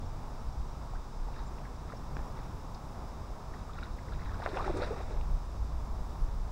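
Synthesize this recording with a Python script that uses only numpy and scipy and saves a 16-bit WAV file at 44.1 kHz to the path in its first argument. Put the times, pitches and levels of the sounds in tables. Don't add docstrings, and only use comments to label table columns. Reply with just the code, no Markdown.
import sys
import numpy as np
from scipy import signal
from scipy.fft import rfft, irfft, next_fast_len
from scipy.io import wavfile
from scipy.ndimage import uniform_filter1d, map_coordinates

SR = 44100
rng = np.random.default_rng(int(sys.argv[2]) if len(sys.argv) > 2 else 0)


def inscribe(sig):
    pcm = np.round(np.clip(np.atleast_2d(sig).T, -1, 1) * 32767)
    wavfile.write(sys.argv[1], SR, pcm.astype(np.int16))


N = 287399

# peak t/s, level/dB, large bubbles against small ones/dB
STROKES = [(4.444, -45.5, -2), (4.563, -45, 3), (4.605, -50.5, 6.5), (4.669, -45.5, 0.5), (4.765, -47.5, 8),
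           (4.829, -43, -5), (4.91, -58.5, 9.5), (4.975, -49, -0.5), (5.11, -52.5, 6)]
STROKE_RISE_S, STROKE_FALL_S = 0.043, 0.073
GURGLE_LAG_S, SPRAY_DB, SPRAY_FALL_S = 0.02, -13.5, 0.087


def thrash():
    late_strokes = [(s + GURGLE_LAG_S, db + large_db, STROKE_FALL_S) for s, db, large_db in STROKES]
    gurgle = swells(late_strokes, STROKE_RISE_S)
    fizz = swells([(s, db + SPRAY_DB, SPRAY_FALL_S) for s, db, _ in STROKES], STROKE_RISE_S)
    large = bubble_swarm(count=2800, hz=600, spread=.33, cycles=22, size_db=2.5)
    small = bubble_swarm(count=4200, hz=1250, spread=.36, cycles=28, size_db=3)
    spray = bubble_swarm(count=4500, hz=3900, spread=.27, cycles=24, size_db=3)
    foam = noise([(1000, -4), (2300, 7.5), (3000, .5), (3900, -4), (6000, -5), (9000, 0), (15000, -50)])
    clumps = unit(amp(1.5 * wobble(160)))
    return churning() * small + gurgle * large + fizz * clumps * (spray + amp(8.5) * foam)


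def churning():
    return swells([(s, db, STROKE_FALL_S) for s, db, _ in STROKES], STROKE_RISE_S)


def bubble_swarm(count, hz, spread, cycles, size_db):
    t = np.arange(SR // 40) / SR
    start = rng.integers(0, N, (count, 1))
    pitch = np.clip(hz * np.exp(spread * rng.standard_normal((count, 1))), 150, 14000)
    size = amp(size_db * np.minimum(rng.exponential(size=(count, 1)), 3))
    age = np.minimum(t * pitch / cycles, 2)
    shape = amp(-60 * age) * (1 - np.exp(-t * pitch))
    rings = size * shape * np.sin(2 * np.pi * pitch * t * (1 + .12 * age))
    positions = start + np.arange(len(t))
    return unit(np.bincount(positions.ravel(), rings.ravel())[:N])


# t/s, level/dB, f/Hz, time for the patter to fade 60 dB/s
SLAPS = [(1.9225, -34, 1070, 0.027), (3.8285, -36, 1510, .015), (4.421, -33, 1300, 0.02),
         (4.4525, -40, 1200, .012), (4.4618, -20, 1250, 0.055), (4.475, -28.5, 670, 0.024),
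         (4.545, -31.5, 1440, 0.095), (4.5718, -25, 1000, 0.046), (4.597, -41, 1100, .08),
         (4.607, -33, 850, .06), (4.644, -35, 1400, 0.14), (4.667, -32, 1400, 0.048),
         (4.679, -26, 760, 0.033), (4.6955, -29, 534, 0.07), (4.703, -36, 95, .1), (4.785, -41, 800, 0.07),
         (4.8125, -33, 1800, .02), (4.8205, -28.5, 680, 0.08), (4.8285, -38, 1500, 0.06),
         (4.837, -32, 1590, .03)]
FLICKS = [(1.338, -52, 2500, .06), (1.39, -57.5, 3700, .15), (1.583, -47, 2380, .05),
          (1.652, -48, 1900, .06), (1.892, -49, 1800, .06), (1.925, -50, 1800, 0.054),
          (2.746, -48.5, 4900, .06), (3.788, -40, 2250, .04), (3.829, -42, 2350, .03),
          (3.985, -47.5, 1920, .06), (4.085, -43, 1700, .02), (4.135, -43.5, 3080, 0.022),
          (4.194, -45, 1700, .025), (4.219, -45, 1700, .025), (4.257, -46, 1900, .035),
          (4.293, -42, 1600, .025), (4.438, -43, 3200, .04), (4.462, -43, 2400, .025),
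          (4.489, -44.5, 3600, .05), (4.571, -36.5, 2550, 0.064), (4.667, -50, 3300, 0.065),
          (4.77, -39.5, 7900, .06), (4.819, -43, 3900, 0.063), (4.836, -42.5, 4050, .09),
          (4.929, -48, 2500, .025), (5.012, -43, 2300, .02), (5.212, -38, 2700, .01),
          (6.288, -52, 1500, .015)]


def splashes():
    return blows(SLAPS, sharpness=2.0, patter_db=-12.5) + blows(FLICKS, sharpness=4.3, patter_db=-1.5)


def blows(rows, sharpness, patter_db):
    out, t = np.zeros(N), np.arange(SR // 8) / SR
    ratio = 1 + 1 / sharpness
    for s, db, hz, fade_s in rows:
        band = signal.butter(3, [hz / ratio, min(hz * ratio, SR / 3)], "band", fs=SR, output="sos")
        push = signal.sosfilt(band, signal.unit_impulse(len(t)))
        patter = unit(signal.sosfilt(band, rng.standard_normal(len(t)) ** 3))
        dying = amp(-60 * t / fade_s) * (1 - np.exp(-t * hz))
        add(out, s, amp(db) * (push / np.abs(push).max() + amp(patter_db) * dying * patter))
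    return out


# t/s, level/dB, starting f/Hz, fade time/s, pitch slide in that time/octaves
AIR_POCKETS = [(0.936, -36, 820, 0.006, -0.13), (0.947, -46, 1100, 0.021, 0.89),
               (1.285, -36, 760, 0.0097, 0.33), (1.364, -47, 1200, 0.0094, 0.11),
               (1.403, -43.5, 830, 0.036, 0.62), (1.595, -46, 544, 0.038, 0.69),
               (1.9, -39.5, 1150, 0.0078, 0.25), (1.935, -36.5, 533, 0.01, 0.55),
               (3.536, -45, 1840, 0.012, 0.15), (3.694, -40.5, 1170, 0.014, 0.24),
               (3.778, -44, 1290, 0.014, 0.31), (3.828, -37, 1310, 0.0089, 0.24),
               (4.4, -34, 736, 0.0078, 0.19), (4.4603, -25.5, 640, 0.0077, 0.38),
               (4.483, -36.5, 483, 0.024, -0.26), (4.531, -32, 318, 0.016, 0.42),
               (4.557, -36, 493, .018, 0.45), (4.569, -25, 680, 0.01, 0.27),
               (4.595, -30, 1097, 0.022, 0.12), (4.643, -35.5, 1280, 0.013, 0.068),
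               (4.662, -35.5, 374, .035, .1), (4.675, -32, 740, 0.014, 0.094),
               (4.695, -25.5, 347, 0.02, 0.17), (4.702, -29.5, 620, 0.009, 0),
               (4.738, -33.5, 268, 0.025, 0.21), (4.76, -31, 363, 0.022, -0.00099),
               (4.785, -29.5, 390, 0.022, -0.24), (4.819, -24, 500, 0.0098, 0.28),
               (4.826, -33.5, 1370, 0.016, 0.33), (4.833, -36, 540, 0.017, 0.39),
               (4.907, -28.5, 400, 0.026, 0.33), (4.919, -35, 866, 0.0081, 0.067),
               (4.925, -35, 510, .016, 0.1), (4.962, -37, 866, 0.013, -0.074),
               (5.002, -37.5, 673, 0.018, 0.39), (5.005, -40, 470, 0.023, -0.44),
               (5.107, -38.5, 410, 0.015, 0.34)]
CALM_WAVER, CHURN_WAVER = 0.068, 0.087


def gulps():
    out, churn = np.zeros(N), churning()
    for s, db, hz, fade_s, octaves in AIR_POCKETS:
        age = np.arange(int(2 * fade_s * SR)) / (fade_s * SR)
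        rough = CALM_WAVER + CHURN_WAVER * churn[round(s * SR)] / churn.max()
        pitch = hz * 2 ** (octaves * age + rough * wobble(356)[:len(age)])
        shape = (1 - np.exp(-age / 0.055)) * np.exp(-2 * age ** 2)
        add(out, s, amp(db - 1) * shape / shape.max() * gliding_tone(pitch))
    return out


# peak t/s, level/dB, fall time/s
SWIRLS = [(1.372, -55.5, 0.052), (1.65, -63, .03), (1.905, -60, 0.018), (2.385, -56, 0.092),
          (3.55, -58.5, 0.083), (3.787, -52, 0.0099), (3.845, -53, 0.039), (4.13, -56, 0.041),
          (4.215, -54.5, .05), (4.265, -54.5, 0.07), (4.345, -56, 0.039)]


def swirl():
    small = bubble_swarm(count=3600, hz=1550, spread=.27, cycles=22, size_db=2.5)
    spray = bubble_swarm(count=3000, hz=3700, spread=.3, cycles=16, size_db=2.5)
    return swells(SWIRLS, rise_s=0.035) * (small + amp(-7) * spray)


# t/s, level/dB, f/Hz
DROPS = [(1.363, -43, 1680), (1.38, -50, 1800), (3.735, -46, 3480), (3.786, -40, 1350), (3.811, -47, 4650),
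         (3.834, -40, 3850), (4.122, -41, 1350), (4.342, -40.5, 1420), (4.427, -36, 895)]


def droplets(cycles=23):
    out, t = np.zeros(N), np.arange(SR // 25) / SR
    for s, db, hz in DROPS:
        shape = (1 - np.exp(-t * hz)) * amp(-60 * t * hz / cycles)
        add(out, s, amp(db) * shape / shape.max() * np.sin(2 * np.pi * hz * t))
    return out


# t/s, level/dB, f/Hz above which the knock is dull
CLICKS = [(2.168, -31.5, 6000), (2.1919, -31.5, 1800)]
# f/Hz, level/dB, time to fade 60 dB/s
TACKLE_TONES = [(260, 4, 0.0094), (700, -9, 0.022), (1160, -5.5, 0.016), (1660, -1.5, 0.0076),
                (2300, -9, 0.014), (3430, -11, 0.0073), (5240, -12, .009)]


def tackle():
    out, t = np.zeros(N), np.arange(SR // 16) / SR
    for s, db, dull_hz in CLICKS:
        for hz, tone_db, fade_s in TACKLE_TONES:
            strength = amp(db + tone_db + rng.normal(0, 1)) / (1 + (hz / dull_hz) ** 4)
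            ring = amp(-60 * t / fade_s) * np.sin(2 * np.pi * hz * t)
            add(out, s, rng.choice([-1, 1]) * strength * ring)
    return out


# t/s, level/dB
GUSTS = [(0.0, -44.5), (0.55, -39.5), (0.6, -31), (0.65, -40), (0.88, -44), (0.98, -37), (1.04, -46.5),
         (1.27, -37), (1.45, -42.5), (1.99, -46), (2.21, -37), (2.36, -45), (3.7, -45.5), (4.05, -42.5),
         (4.35, -38), (4.4, -47.5), (4.74, -36.5), (4.93, -43.5), (4.99, -38), (5.09, -40), (5.21, -31.5),
         (5.36, -33.5), (5.54, -44), (5.61, -32.5), (5.68, -44), (5.74, -32), (5.9, -40.5), (5.98, -36.5),
         (6.04, -39), (6.16, -41), (6.21, -28), (6.3, -37), (6.35, -35), (6.5, -40.5)]
# f/Hz, level/dB
RUMBLE = [(12, -4), (20, 0.5), (30, 6.5), (42, -3.5), (56, 4), (75, -15), (88, -11), (108, -27.5),
          (145, -19), (200, -35), (330, -61), (700, -73.5)]


def wind(waver_db=1.27, wavers_per_s=15):
    whirls = noise(RUMBLE)
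    own_level = np.sqrt(np.abs(uniform_filter1d(whirls ** 2, size=SR // 6)))
    gust_db = curves(GUSTS)[0] + 2.67 + waver_db * wobble(wavers_per_s)
    return amp(gust_db) * whirls / own_level


# t/s, level/dB, f/Hz, length/s
PEEPS = [(.052, -63, 5590, .02), (.392, -64, 5500, .022), (.518, -63, 5570, .02), (.704, -64, 5600, .018),
         (1.458, -62, 7270, 0.037), (1.965, -57, 5520, .016), (2.145, -61, 5700, .016),
         (2.273, -63, 5620, .016)]


def bird(tremble=0.012):
    out = np.zeros(N)
    for s, db, hz, length in PEEPS:
        age = np.linspace(0, 1, int(length * SR))
        pitch = hz * (1 + 0.013 * (.5 - age) + tremble * wobble(240)[:len(age)])
        add(out, s, amp(db) * np.sin(np.pi * age) * gliding_tone(pitch))
    return out


# f/Hz, level/dB
DRONE_COLOUR = [(40, -31), (72, -3.5), (88, -0.5), (108, -6), (140, -2), (180, -12), (300, -17.5),
                (600, -59)]
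ROAR_COLOUR = [(50, 0.5), (100, 2), (160, 2), (230, 3), (300, -2), (380, -1), (550, -2), (950, 0),
               (1290, -5), (1420, -10), (2000, -19), (3000, -28.5), (6000, -37)]
WHOOSH_COLOUR = [(500, -35), (800, -3), (980, 0.5), (1150, -5.5), (1500, -36.5)]
HISS_COLOUR = [(1290, -39), (2200, 2.5), (3160, -2), (3720, 6), (4210, -0.5), (5090, 6.5), (6900, -1.5),
               (7430, -0.5), (9590, -10.5), (15100, -25), (15700, -7.5)]
# t/s, level/dB
DRONE_LEVEL = [(0, -47), (.9, -50.5), (1.7, -49.5), (2.1, -47), (2.8, -50.5), (4.6, -47.5), (5.3, -51.5),
               (5.8, -48), (6.5, -51.5)]
ROAR_LEVEL = [(0, -48.5), (1.3, -49.5), (2.6, -48), (3.6, -48.5), (6.5, -49)]
WHOOSH_LEVEL = [(1.8, -68), (2.7, -56.5), (3.4, -68), (5.4, -64), (6.1, -56.5), (6.5, -61)]
HUM_LEVEL = [(3.3, -59), (3.8, -51), (4.7, -42), (5.2, -48.5), (6.5, -47.5)]


def surroundings(hum_hz=87.6):
    drone = amp(curves(DRONE_LEVEL)[0] + 0.47 * wobble(2.83)) * noise(DRONE_COLOUR)
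    hum = amp(curves(HUM_LEVEL)[0] + 0.59 * wobble(7.4)) * gliding_tone(hum_hz + 1.4 * wobble(6))
    roar = amp(curves(ROAR_LEVEL)[0] + 0.55 * wobble(5.5)) * noise(ROAR_COLOUR)
    whoosh = amp(curves(WHOOSH_LEVEL)[0]) * noise(WHOOSH_COLOUR)
    hiss = amp(-63.5) * noise(HISS_COLOUR)
    return drone + hum + roar + whoosh + hiss


def bank_echo(x, fade_s, echo_db):
    t = np.arange(SR // 2) / SR
    tail = rng.standard_normal(len(t)) * amp(-60 * t / fade_s) * (t > .004)
    return x + amp(echo_db) * signal.fftconvolve(x, tail / np.linalg.norm(tail))[:N]


def gliding_tone(hz):
    return np.sin(2 * np.pi * np.cumsum(hz) / SR)


def swells(rows, rise_s):
    t, power = np.arange(N) / SR, np.zeros(N)
    for s, db, fall_s in rows:
        from_peak = np.maximum((s - t) / rise_s, (t - s) / fall_s)
        power += amp(2 * db) * np.exp(-2 * from_peak)
    return np.sqrt(power)


def amp(db):
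    return 10 ** (np.asarray(db) / 20)


def unit(x):
    return x / np.sqrt(np.mean(x ** 2) + 1e-20)


def along(points, hz):
    f, v = np.transpose(points)
    return np.interp(np.log(hz + 1), np.log(f + 1), v)


def curves(rows):
    s, *cols = np.transpose(rows)
    return [np.interp(np.arange(N) / SR, s, c) for c in cols]


def wobble(rate):
    return map_coordinates(rng.standard_normal(int(N * rate / SR) + 4), [np.arange(N) * rate / SR])


def filtered(x, response):
    m = next_fast_len(N + SR // 2)
    return irfft(rfft(x, m) * response(np.fft.rfftfreq(m, 1 / SR)), m)[:N]


def noise(spectrum):
    return unit(filtered(rng.standard_normal(N), lambda hz: amp(along(spectrum, hz))))


def add(track, s, sound):
    part = track[round(s * SR):][:len(sound)]
    part += sound[:len(part)]


# f/Hz, level/dB
CASE_COLOUR = [(1650, -0.5), (2200, -5), (2700, -4), (3020, -13.5), (3750, 2.5), (4400, -5), (5300, 0),
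               (6500, -11), (8000, -13), (11000, -19)]


def scene():
    close = splashes() + swirl() + thrash() + gulps() + droplets() + tackle()
    echoed = bank_echo(close, fade_s=.2, echo_db=-16)
    near = filtered(echoed, lambda hz: amp(along(CASE_COLOUR, hz)))
    return (near + wind() + surroundings() + bird())[None]


def record(dry, top_hz=15750):
    return filtered(dry[0], lambda hz: hz < top_hz)[None]


dry = scene()
out = record(dry)
inscribe(out)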